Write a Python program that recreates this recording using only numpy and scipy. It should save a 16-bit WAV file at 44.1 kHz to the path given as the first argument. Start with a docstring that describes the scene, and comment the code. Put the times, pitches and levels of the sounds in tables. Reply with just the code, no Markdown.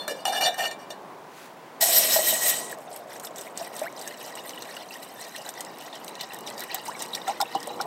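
"""Outdoors, over the soft roar and thin hiss of a camping stove (shaped noise), a thin metal pot is tapped
and scraped into place (noise in wall modes); then cloth and dry grass rustle. A bottle glugs water in:
the first sizzles on the hot bottom (crackle in the wetted wall) and booms in the pot's air (damped sines),
the rest splashes in slugs, pops bubbles and drops while the air note climbs (pings, noise, glides).
Late on, a faint thin whistle passes and a low tone swells (sines)."""
import sys
import numpy as np
from scipy import signal
from scipy.fft import rfft, irfft, next_fast_len
from scipy.io import wavfile
from scipy.ndimage import uniform_filter1d, map_coordinates

SR = 44100
rng = np.random.default_rng(int(sys.argv[2]) if len(sys.argv) > 2 else 0)


def digitize_waveform(pressure):
    """Quantize a signal to 16-bit integers and store it at the path in sys.argv[1].

    Rows of a 2-D input are taken as channels; values are limited to [-1, 1].
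    """
    field = np.atleast_2d(pressure).T
    bounded = np.clip(field, -1, 1)
    quanta = np.round(bounded * 32767).astype(np.int16)
    wavfile.write(sys.argv[1], SR, quanta)


N = 346626
T = np.arange(N) / SR
TOP_HZ = 15780  # band limit

# "rel. level" is a balance that the playing function trims further

# burner roar over time: [t/s, rel. level/dB]
ROAR_LEVEL = [(0.0, -38.5), (0.35, -38.5), (1.66, -41.5), (2.08, -33.5), (2.74, -39), (5.91, -40.5),
              (7.86, -35)]
# colour of the roar: [f/Hz, rel. level/dB]
ROAR_COLOUR = [(53, -65.5), (90, -22), (162, -7.5), (342, -3.5), (465, -3.5), (1030, -2.5), (1360, -14),
               (1480, -23.5), (3000, -33), (4200, -80)]
# colour of the burner hiss: [f/Hz, rel. level/dB]
HISS_COLOUR = [(880, -9.5), (1500, 2), (2930, -8.5), (13100, -24), (15800, -19)]

# pot dragged over the supports, stroke by stroke: [start t/s, length t/s, rel. 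level/dB]
STROKES = [(0, 0.041, -43.5), (.081, 0.033, -31), (.11, .11, -45), (.256, 0.039, -26.5),
           (.325, 0.059, -27.5), (.41, 0.069, -24), (.52, 0.068, -45), (.582, 0.083, -29),
           (.705, 0.023, -42.5), (.79, 0.046, -50.5), (.905, 0.003, -38)]
# pot knocked on the supports: [t/s, rel. level/dB]
TAPS = [(0.0797, -8), (0.2534, -5), (0.412, -19), (0.5435, -20), (0.59, -29), (0.712, -19), (0.904, -20.5)]
# colour of the scrape heard directly: [f/Hz, rel. level/dB]
RASP_COLOUR = [(700, -19.5), (1300, -1), (2100, -11), (5200, -15), (9000, -7.5), (10500, -19), (13000, -9),
               (15800, -28)]
# dry pot wall modes: [f/Hz, width f/Hz]
DRY_WALL = [(1615, 5), (1717, 12), (1818, 20), (2351, 13), (2800, 70), (2914, 26), (3170, 40), (3591, 15),
            (3900, 12), (4089, 14), (4273, 18), (4465, 60), (4600, 130), (4930, 13), (5530, 60),
            (5940, 160), (7100, 25), (8230, 70), (8700, 25)]
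# strength of each dry mode: [first seating rel. level/dB, reseated rel. level/dB]
SEATING = [(-10, 1), (2, -2), (-5, 4.5), (-7.5, 1.5), (-9.5, -4), (-0.5, 3.5), (-22, -17), (3, 3),
           (-16, -7), (-8, -8), (-7, -1.5), (-12, -8), (-12.5, -8), (-8, -28), (-9.5, -7.5), (-15, -10),
           (-11, -6), (-13, -10), (-14, -9)]
# which way each dry mode swings at the microphone; like neighbours leave a dark gap between them
SWING = "+-++-++---+-+++-+-+"
GRIP_DB_S, SLIP_DB_S = 2500, 547  # a stroke swells and dies this fast
DRY_NOTE_DB, DRY_NOTE_FALL_DB_S = -1.5, 266  # the air note under a stroke lingers
RESEAT_S = .405  # the pot drops into another seating, and other modes ring

# air note of the pot: [t/s, centre f/Hz]
AIR_NOTE = [(0, 600), (.2, 597), (.25, 720.3), (1.7, 703.5), (2.05, 621.7), (2.4, 650.7), (3, 660),
            (4, 650), (7.86, 821)]
AIR_NOTE_WANDER_HZ = 24.86  # scale of the wander: the churning surface moves the note about

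# cloth and dry grass brushed by an arm: [start t/s, length t/s, level/dB]
RUSTLE = [(.9, 1, -63.5), (1.38, 0.07, -51)]
BRUSH_DB_S = 159  # a brush swells and dies this fast

# water boiling off the hot bottom as it cools: [t/s, rel. level/dB]
SIZZLE = [(1.797, -82), (1.81, -22), (2.0, -22), (2.24, -27.5), (2.33, -24.5), (2.4, -31.5), (2.46, -23),
          (2.57, -31), (2.68, -41), (2.75, -47)]
# fresh water landing on the hot bottom: [t/s, width t/s, lift level/dB, finest spray further rel. level/dB]
SURGES = [(1.829, 0.016, 3, 4.5), (1.975, 0.029, 1.5, 10), (2.145, 0.032, 5.5, 2), (2.284, 0.025, 3, 8),
          (2.497, 0.018, 5, 7)]
# wetted wall modes: [f/Hz, width f/Hz, bare bottom rel. level/dB, covered bottom rel. level/dB]
WET_WALL = [(1912, 32, -1, 5.5), (3057, 25, 2.5, 2), (3820, 68, -6, -6), (4170, 67, 0.5, -2),
            (5250, 49, 0.5, -19), (5720, 45, 6, -13), (5760, 56, -12, -1), (6590, 66, 1, 1),
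            (8000, 100, 1.5, 3.5), (8140, 170, 6.5, 5.5), (12360, 60, 0, -6), (12900, 100, 1, -15)]
# colour of the steam heard directly: [f/Hz, rel. level/dB]
STEAM_COLOUR = [(700, -25), (1200, -15.5), (3000, -9.5), (6000, -8.5), (8100, -2), (10800, -12),
                (13300, -2), (15800, -16)]
MIST_DB = 0.5  # finest spray over the body of the boil, before surges and cooling
COOL_DB, MIST_DULLS = -27.5, 1  # below this base level the spray loses this many dB more per dB
WET_NOTE_DB = -11.5  # air note under the boil
COVERED_S, COVERING_S = 2.28, 0.092  # when the water closes over the bottom, and how gradually

# slugs of water that boom in the pot: [t/s, rel. level/dB, base f/Hz]
BOOMS = [(1.826, -26.5, 677), (2.161, -19.5, 654), (2.189, -21.5, 624), (2.326, -26.5, 640),
         (3.611, -31.5, 683), (3.816, -26.5, 621), (3.838, -31.5, 674), (6.744, -34, 780),
         (7.403, -23, 830), (7.55, -21.5, 790), (7.674, -34, 593), (7.701, -34, 818), (7.805, -29.5, 805),
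         (7.853, -37, 750)]
BOOM_T60_S = 0.061  # each partial stretches or shortens this

# modes of the pot with water in it: [f/Hz, width f/Hz, level/dB]
FILLED_POT = [(1962, 54, -10.5), (2834, 78, -26), (3660, 61, -3.5), (3990, 70, -16), (5620, 1440, -10),
              (8150, 1130, -3), (12280, 980, -5)]
# tiny droplets snapping on the wall, short and wide: [t/s, rel. level/dB]
SNAPS = [(2.6963, -27), (2.7135, -22), (2.721, -24), (2.786, -33), (4.2624, -28), (5.785, -28),
         (5.9539, -28), (6.0458, -23.5), (6.3351, -24), (6.345, -21), (6.3669, -36), (6.388, -26),
         (6.4078, -27), (6.595, -20.5), (6.6056, -18), (6.6194, -29)]
SNAP_T60_S = 0.015

# slugs of water from the bottle: [start t/s, length t/s, rel. level/dB, finest spray above it level/dB]
GLUGS = [(2.699, 0.024, -40, 0), (2.792, 0.053, -58, 9.5), (2.917, 0.076, -48.5, 5.5),
         (3.1, 0.065, -44.5, 3.5), (3.248, 0.0077, -41, 6), (3.373, 0.1, -42.5, 1),
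         (3.574, 0.095, -41.5, 3), (3.739, 0.12, -40.5, 2), (3.973, 0.16, -43.5, 3),
         (4.2, 0.1, -39.5, -0.5), (4.356, 0.046, -42.5, -4), (4.457, 0.048, -43.5, 4.5),
         (4.547, 0.18, -45, 0.5), (4.736, 0.091, -42, -11), (4.918, 0.049, -41.5, -0.5),
         (5.025, 0.019, -43.5, 4), (5.192, 0.093, -42.5, 0), (5.331, 0.093, -41.5, -1),
         (5.456, 0.037, -40.5, 0), (5.573, 0.049, -42, -1), (5.81, 0.067, -42.5, 0),
         (5.938, 0.023, -39.5, -6), (6.063, 0.031, -50, 4), (6.2, 0.034, -37, -6.5),
         (6.326, 0.034, -40.5, -7), (6.463, 0.044, -40, -1), (6.584, 0.05, -38, -5),
         (6.71, 0.074, -37, -11), (6.86, 0.023, -38.5, 4), (7, 0.038, -36, -0.5),
         (7.136, 0.049, -40.5, 1.5), (7.276, 0.046, -37, -2.5), (7.397, .04, -46, -2),
         (7.517, 0.054, -41, -11), (7.637, 0.081, -44, -4), (7.8, .04, -42.5, -6)]
LAND_DB_S, DRAIN_DB_S = 533, 402  # a slug swells and dies this fast
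# stream between slugs: [t/s, trickle rel. level/dB, finest spray above it level/dB]
TRICKLE = [(2.7, -53, -6), (3.5, -60, 2), (3.9, -51.5, -2), (4.4, -53.5, 6), (5.1, -50, 4.5),
           (5.6, -47.5, -0.5), (6.1, -49, -5), (6.8, -45, -2.5), (7.86, -47.5, -1.5)]
STREAM_S = TRICKLE[0][0]
# low notes kept gurgling by the stream: [f/Hz, width f/Hz, over the stream rel. level/dB]
GURGLE = [(1905, 100, -11), (2932, 260, -13.5), (3960, 200, -12.5)]
GURGLE_LUMPY_DB = 3  # each note comes and goes by itself
DEEP_S, SHALLOW_DB_S = 4.07, 8.5  # deep enough to gurgle fully; before, weaker by this many dB per second
SIMMER_DB, SIMMER_SINKS_DB_S = -43.5, 4.5  # air note as the stream begins, and how fast it settles
# droplets on the wall: rel. level over the stream, spread of sizes, decay
TICK_DB, TICK_SCATTER_DB, TICK_T60_S = 8.5, 6.5, 0.0036
# locked-on bubbles: rel. level over the stream, spread of sizes, decay, spread of pitch as a share
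PLINK_DB, PLINK_SCATTER_DB, PLINK_T60_S, PLINK_SPREAD = -7, 2.5, 0.026, 0.113

# single large bubbles: [t/s, rel. level/dB, start f/Hz, end f/Hz, length t/s]
BUBBLES = [(2.727, -27.5, 1720, 1780, 0.007), (3.859, -32, 1350, 2370, 0.029), (6.88, -23, 786, 1090, 0.02),
           (6.896, -41, 1260, 1960, 0.04), (7.133, -24, 3750, 3970, 0.0085),
           (7.275, -22.5, 744, 850, 0.045), (7.421, -18.5, 687, 944, 0.018),
           (7.555, -31.5, 302, 350, 0.019), (7.802, -23.5, 1260, 1570, 0.0071)]
BUBBLE_FADE_DB = 5  # lost over its length
# loud drops bursting on the surface: [t/s, rel. level/dB, start f/Hz]
DROPS = [(2.961, -25, 11400), (3.198, -25.5, 8850), (3.2482, -25, 5150), (3.27, -28.5, 3520),
         (3.3598, -29, 7600), (3.411, -25, 7900), (3.383, -25, 7200), (3.575, -20, 7830),
         (3.7648, -24.5, 8200), (3.7927, -24, 9400), (4.013, -27, 4550), (4.0754, -21, 6350),
         (4.3536, -27.5, 8300), (4.3726, -29, 2800), (4.4936, -25, 6100), (4.622, -26, 4050),
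         (4.766, -27, 2820), (4.939, -29, 2880), (5.03, -31, 3930), (5.2122, -25.5, 8800),
         (5.3622, -24.5, 4050), (5.49, -21, 8220), (5.6069, -19.5, 8500), (6.08, -24.5, 3900),
         (6.1537, -31, 4000), (6.21, -19, 4100), (6.473, -23.5, 3600), (6.579, -26, 4620),
         (6.6372, -23, 13000), (6.7451, -11.5, 13400), (6.881, -26.5, 5950), (6.9926, -28, 7430),
         (7.022, -17, 8600), (7.1498, -15.5, 5580), (7.2795, -22.5, 3560), (7.4038, -21, 4100),
         (7.4128, -11, 5170), (7.5498, -25.5, 5200), (7.6037, -29.5, 5100), (7.6293, -27.5, 4900),
         (7.6725, -23.5, 8900), (7.812, -18, 5350)]
# clear bubbles plinking in the pot: [t/s, level/dB, start f/Hz]
PLINKS = [(3.380, -36, 3700), (3.672, -35, 1930), (4.072, -36, 1680), (4.110, -34, 1860),
          (4.143, -37, 2900), (4.325, -34.5, 1915), (4.390, -30, 2870), (4.534, -33, 2950),
          (4.576, -29, 2910), (4.688, -36, 1880), (4.711, -34, 4300), (4.908, -30.5, 2690),
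          (4.955, -34, 1890), (5.348, -31, 1820), (5.463, -30, 3940), (5.928, -30.5, 3620),
          (6.307, -33, 2710), (6.707, -36, 1895), (6.714, -27, 4000), (6.951, -30, 2240),
          (7.148, -25, 3530), (7.172, -32.5, 1915), (7.217, -29, 3660), (7.277, -28, 1350),
          (7.401, -25.5, 1400), (7.455, -32.5, 2670), (7.526, -36.5, 2025)]
PLINK_CYCLES, PLINK_RISE = 85, 0.035  # to die by 60 dB; pitch climbs by this share

# a thin brief whistle, then a low tone that swells near the end; each: [t/s, f/Hz, level/dB]
FAINT_TONES = ([(6.345, 2900, -57), (6.445, 2870, -54)], [(7.2, 491, -51), (7.6, 474, -47),
               (7.86, 485, -42)])


def amp(db):
    """Gain of a level in dB."""
    return 10 ** (np.asarray(db) / 20)


def unit(x):
    """Scaled to rms 1."""
    return x / np.sqrt(np.mean(x ** 2) + 1e-20)


def curves(rows):
    """One value per sample for each column after the time, and a gate that is open between the ends."""
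    s, *cols = np.transpose(rows)
    gate = (T >= s[0]) & (T <= s[-1])
    return [np.interp(T, s, c) for c in cols] + [gate]


def bursts(rows, rise, fall):
    """Level in dB of events that swell, hold and die, their powers added."""
    t = T[::32]
    power = 1e-14
    for s, length, db in rows:
        event_db = db - rise * np.maximum(s - t, 0) - fall * np.maximum(t - s - length, 0)
        power = power + amp(2 * event_db)
    return np.interp(T, t, 10 * np.log10(power))


def wobble(rate):
    """A smooth random curve, rate knots a second."""
    return map_coordinates(rng.standard_normal(int(N * rate / SR) + 4), [T * rate])


def drift(x, depth_s, rate):
    """Read with a slowly wandering delay, so that all its resonances slide a little."""
    return map_coordinates(x, [np.arange(N) + depth_s * SR * wobble(rate)], mode="nearest")


def filtered(x, response):
    """x times a complex response of frequency."""
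    m = next_fast_len(N + SR // 2)
    return irfft(rfft(x, m) * response(np.fft.rfftfreq(m, 1 / SR)), m)[:N]


def shape(points):
    """Response through (f/Hz, level/dB) points on a log axis."""
    f, db = np.transpose(points)
    return lambda hz: amp(np.interp(np.log(hz + 1), np.log(f), db))


def modes(rows, swing="+-" * 20):
    """Causal response of a set of resonances, each swinging the way its sign says."""
    def response(f):
        total = 0
        for way, (centre, width, db) in zip(swing, rows):
            damping = 1j * f * width
            total = total + int(way + "1") * amp(db) * damping / (centre * centre - f * f + damping)
        return total
    return response


def pot(f):
    """What the part-filled pot does to sounds made inside it: a broad band plus its modes."""
    band = amp(-7.0) / (1 + (1100 / (f + 1)) ** 6) / (1 + (f / 10000) ** 4)
    return band + modes(FILLED_POT, "+" * len(FILLED_POT))(f)


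def grit(lumpy_db, rate):
    """Noise whose level jumps about at the given rate."""
    return unit(amp(lumpy_db * wobble(rate)) * rng.standard_normal(N))


def patches(deep_db, bins, frames):
    """Noise with spots of random gain in time and frequency."""
    z = signal.stft(rng.standard_normal(N), nperseg=128)[2]
    field = uniform_filter1d(rng.standard_normal(z.shape), size=bins, axis=0)
    field = uniform_filter1d(field, size=frames, axis=1)
    return unit(signal.istft(z * amp(deep_db * unit(field)), nperseg=128)[1][:N])


def hollow(width_hz, lumpy_db):
    """Noise in the air resonance of the pot: slow noise pairs carried on its moving note."""
    lowpass = lambda f: 1 / (1 + 2j * f / width_hz) ** 2
    slow_cos, slow_sin = [filtered(grit(lumpy_db, 39.91), lowpass) for _ in "xy"]
    hz = np.interp(T, *np.transpose(AIR_NOTE)) + AIR_NOTE_WANDER_HZ * wobble(12)
    phase = 2 * np.pi * np.cumsum(hz) / SR
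    return unit(slow_cos * np.cos(phase) + slow_sin * np.sin(phase))


def pings(s, gain, hz, t60, rise, size):
    """Damped sines whose pitch climbs by a share over their life, summed at their times."""
    t = np.arange(size) / SR
    life = t / t60[:, None]
    soft_start = 1 - np.exp(-t * hz[:, None])  # over about the first cycle
    swell = soft_start * amp(-60 * life) * gain[:, None]
    wave = swell * np.sin(2 * np.pi * hz[:, None] * t * (1 + rise * life / 2))
    at = np.round(s * SR).astype(int)[:, None] + np.arange(size)
    return np.bincount(at.ravel(), wave.ravel(), N + size + SR)[:N]


def add_at(out, s, wave):
    """Mix a short wave into out at s seconds."""
    out[round(s * SR):][:len(wave)] += wave


def burner():
    """Turbulent flame: a slowly wavering roar under a thin, nearly steady hiss."""
    roar_db, _ = curves(ROAR_LEVEL)
    roar = unit(filtered(rng.standard_normal(N), shape(ROAR_COLOUR)))
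    hiss = unit(filtered(grit(1.0, 19), shape(HISS_COLOUR)))
    return amp(roar_db - 5.5 + 1.4 * wobble(5.6)) * roar + amp(-53.5) * hiss


def handling():
    """Stick-slip grit and knocks drive the wall modes, unevenly as the contact moves; part is heard as rasp."""
    stroke_db = bursts(STROKES, GRIP_DB_S, SLIP_DB_S)
    drive = patches(3.7, bins=2, frames=16) * amp(1.5 * wobble(250) + stroke_db)
    t = np.arange(400) / SR
    for s, db in TAPS:
        add_at(drive, s, amp(db - 5.5 - 60 * t / 0.011) * rng.standard_normal(len(t)))

    first, second = (modes(np.column_stack([DRY_WALL, db]), SWING) for db in np.transpose(SEATING))
    ring = filtered(drive * (T < RESEAT_S), first) + filtered(drive * (T >= RESEAT_S), second)
    ring = amp(16.5) * drift(ring, .00005, rate=25)
    rasp = amp(3.5) * filtered(drive, shape(RASP_COLOUR))

    # an earlier knock dies away
    fading = sum(amp(db - 60 * T / 0.29) * np.sin(2 * np.pi * hz * T) for hz, db in [(3525, -36.5), (4270, -38.5)])
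    fading = fading * amp(1.8 * wobble(60))
    note_db = DRY_NOTE_DB + bursts(STROKES, GRIP_DB_S, DRY_NOTE_FALL_DB_S)
    return ring + rasp + fading + amp(note_db) * hollow(width_hz=160, lumpy_db=0.5)


def rustle():
    """An arm brushes cloth and dry grass: lumpy shaped noise in soft bursts."""
    colour = shape([(800, -8), (2000, 1.0), (6000, -5.0), (15800, -11.0)])
    return amp(bursts(RUSTLE, BRUSH_DB_S, BRUSH_DB_S)) * unit(filtered(grit(1.8, 270), colour))


def sizzle():
    """Flash boiling: dense crackle, ringing in the wetted wall, with a fine spray on top."""
    base_db, on = curves(SIZZLE)
    surge_db, mist_db = sum(np.outer(lifts, np.exp(-((T - s) / width) ** 2)) for s, width, *lifts in SURGES)
    spray_db = MIST_DB + mist_db + MIST_DULLS * np.minimum(base_db - COOL_DB, 0)

    crackle = patches(1.9, bins=5, frames=16) * amp(base_db + surge_db + 0.69 * wobble(500)) * on
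    fine = lambda f: 1 / (1 + (10700 / (f + 1)) ** 16)
    boil = filtered(crackle, lambda f: 1 - fine(f)) + filtered(crackle * amp(spray_db), fine)

    covered = (1 + np.tanh((T - COVERED_S) / COVERING_S)) / 2
    bare_wall, covered_wall = (modes(np.array(WET_WALL)[:, [0, 1, k]]) for k in (2, 3))
    ring = filtered(boil * np.sqrt(1 - covered), bare_wall) + filtered(boil * np.sqrt(covered), covered_wall)
    steam = filtered(boil, shape(STEAM_COLOUR))
    note = amp(base_db + WET_NOTE_DB) * on * hollow(width_hz=182, lumpy_db=1.0)
    return drift(amp(7.5) * steam + amp(8.5) * ring, 0.00063, rate=10) + note


def booms():
    """Slugs ring the air of the pot: close notes beat, with a thud below and an overtone above."""
    s, db, hz = np.transpose(BOOMS)
    out = np.zeros(N)
    # pitch ratio, share dB, stretch of the decay
    for ratio, share_db, stretch in (.98, 8.0, 1.28), (1.2, 1.0, 0.88), (0.425, -11.0, 0.25), (1.287, -4.0, 0.7):
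        t60 = np.full(len(s), stretch * BOOM_T60_S)
        out += pings(s, amp(db + share_db), hz * ratio, t60, rise=0.13, size=6000)
    return out


def snaps():
    """Tiny droplets hit the wall: bright decaying noise (differenced), heard through the pot."""
    out, t = np.zeros(N), np.arange(1300) / SR
    for s, db in SNAPS:
        bright = np.diff(rng.standard_normal(len(t) + 1))
        add_at(out, s, amp(db - 15.5 - 60 * t / SNAP_T60_S) * bright)
    return amp(12.0) * filtered(out, pot)


def swarms(level_db, spray_db, count=560, size=6):
    """Small bubbles ring in clusters of neighbouring pitch, as strong as the stream at that moment."""
    when, centre, strength = rng.random((count, 3)).T[:, :, None]
    late, spread, life = rng.random((count, size, 3)).transpose(2, 0, 1)
    s = np.minimum(STREAM_S + when * (T[-1] - STREAM_S) + .025 * late, T[-1]).ravel()
    hz = np.minimum(1300 * (14000 / 1300) ** centre * (0.795 + 0.407 * spread), 15500).ravel()
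    at = (s * SR).astype(int)
    # a few swarms are much louder; each starts strong
    loud_db = (-3 * np.log(strength + .02) - 10 * late).ravel()
    db = level_db[at] + spray_db[at] * (hz > 7000) + loud_db
    t60 = np.minimum((25 + 90 * life.ravel() ** 2) / hz, .025)
    return amp(6.5) * pings(s, amp(db), hz, t60, rise=0.06, size=750)


def ticks(level_db, count=300, size=500):
    """Single droplets strike the wall: short cracks, each with its own colour, following the stream's level."""
    when, tone, big = rng.random((count, 3)).T
    at = ((STREAM_S + when * (T[-1] - STREAM_S)) * SR).astype(int)
    t = np.arange(size) / SR
    carrier = np.cos(2 * np.pi * (2500 + 11000 * tone[:, None] ** 1.36) * t)
    crack = uniform_filter1d(rng.standard_normal((count, size)), size=9, axis=1) * carrier
    db = level_db[at] + TICK_DB - TICK_SCATTER_DB * np.log(big + 0.03)
    wave = amp(db[:, None] - 60 * t / TICK_T60_S) * crack
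    return np.bincount((at[:, None] + np.arange(size)).ravel(), wave.ravel(), N + size)[:N]


def locked_plinks(level_db, count=420):
    """Bubbles that lock on to one of the low notes of the pot ring longer."""
    when, which, off, big = rng.random((count, 4)).T
    s = STREAM_S + when * (T[-1] - STREAM_S)
    note_hz = np.array(FILLED_POT)[(4 * which ** 1.4).astype(int), 0]
    hz = note_hz * (1 + PLINK_SPREAD * (2 * off - 1))
    db = level_db[(s * SR).astype(int)] + PLINK_DB - PLINK_SCATTER_DB * np.log(big + 0.031)
    return pings(s, amp(db), hz, np.full(count, PLINK_T60_S), rise=0.064, size=1400)


def gurgle(level_db):
    """The stream keeps each low note of the pot sounding in soft, uneven swells."""
    notes = np.zeros(N)
    for hz, width, db in GURGLE:
        note = unit(filtered(grit(5.3, 150), lambda f: modes([(hz, width, 0)])(f) ** 2))
        notes += amp(db + GURGLE_LUMPY_DB * wobble(22)) * note
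    return amp(level_db) * drift(notes, 0.00073, rate=20)


def stream():
    """Bubbles, droplets and a spotty wash of noise swell with each glug and ring in the pot."""
    trickle_db, bright_db, on = curves(TRICKLE)
    level_db = np.maximum(trickle_db, bursts([row[:3] for row in GLUGS], LAND_DB_S, DRAIN_DB_S))
    misty = [(s, length, db + above) for s, length, db, above in GLUGS]
    # finest spray relative to the stream
    spray_db = np.maximum(trickle_db + bright_db, bursts(misty, LAND_DB_S, DRAIN_DB_S)) - level_db
    deep_db = level_db - SHALLOW_DB_S * np.maximum(DEEP_S - T, 0)

    fine = lambda f: 1 / (1 + (7000 / (f + 1)) ** 8)
    wash = unit(filtered(patches(5.5, bins=3, frames=9), lambda f: pot(f) * (1 - fine(f))))
    spray = unit(filtered(patches(6, bins=14, frames=3), lambda f: pot(f) * fine(f))) * amp(spray_db)
    slosh = amp(3.5) * hollow(width_hz=340, lumpy_db=4.5)
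    # the air note never falls silent while the stream runs
    simmer = amp(SIMMER_DB - SIMMER_SINKS_DB_S * (T - STREAM_S)) * hollow(width_hz=270, lumpy_db=2.5)
    steady = on * (amp(level_db - 9) * (wash + spray + slosh) + simmer + gurgle(deep_db))
    struck = filtered(swarms(level_db, spray_db) + ticks(level_db), pot)
    return steady + struck + locked_plinks(deep_db)


def bubbles():
    """Single large bubbles: short sines gliding up in pitch, shaken by the churning water."""
    out, rough = np.zeros(N), wobble(400)
    for s, db, hz0, hz1, length in BUBBLES:
        u = np.arange(int(length * SR)) / (length * SR)
        glide = np.sin(2 * np.pi * length * (hz0 * u + (hz1 - hz0) * u ** 2 / 2))
        swell = amp(db - BUBBLE_FADE_DB * u) * np.sin(np.pi * u) ** .5
        add_at(out, s, swell * glide * (1 + 0.7 * rough[round(s * SR):][:len(u)]))
    return out


def drops(size=8):
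    """Loud drops: a rising ping, with a noise crack and a scatter of droplets ringing in the pot."""
    s, db, hz = np.transpose(DROPS)
    main = pings(s, amp(db - 5.5), hz, 0.0095 + 70 / hz, rise=0.11, size=800)

    late, spread = rng.random((len(s), size, 2)).transpose(2, 0, 1)
    small_s = (s[:, None] + 0.017 * late ** 2).ravel()
    small_hz = np.minimum(hz[:, None] * 2 ** (1.68 * (spread - .4)), 15500).ravel()
    small_db = (db[:, None] - 10.5 - 10 * late).ravel()
    droplets = pings(small_s, amp(small_db), small_hz, 30 / small_hz, rise=0.088, size=700)

    crack, t = np.zeros(N), np.arange(1300) / SR
    for at, level_db in zip(s, db):
        add_at(crack, at, amp(level_db - 18.5 - 60 * t / 0.044) * rng.standard_normal(len(t)))
    return main + amp(12.0) * filtered(crack + droplets, pot)


def clear_plinks():
    """Clear bubbles ring as slightly rising sines that last a fixed number of cycles."""
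    s, db, hz = np.transpose(PLINKS)
    return pings(s, amp(db), hz, PLINK_CYCLES / hz, PLINK_RISE, size=3000)


def faint_tones():
    """A thin brief whistle and a low swelling tone: sines along pitch and level curves."""
    out = np.zeros(N)
    for tone in FAINT_TONES:
        hz, level_db, on = curves(tone)
        out += amp(level_db + 0.7 * wobble(6.3)) * on * np.sin(2 * np.pi * np.cumsum(hz) / SR)
    return out


def scene():
    """All sources, at one microphone in the open."""
    before_water = burner() + handling() + rustle()
    water = sizzle() + booms() + snaps() + stream() + bubbles() + drops() + clear_plinks()
    return (before_water + water + faint_tones())[None]


def record(dry):
    """A wind filter cuts the bass and a band limit the top; very faint noise below 90 Hz is added afterwards."""
    wind_cut = lambda hz: 1 / (1 + (100 / (hz + 1)) ** 12)
    low_noise = amp(-88) * unit(filtered(rng.standard_normal(N), lambda hz: hz < 90))
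    return (filtered(dry[0], lambda hz: wind_cut(hz) * (hz < TOP_HZ)) + low_noise)[None]


dry = scene()
out = record(dry)
digitize_waveform(out)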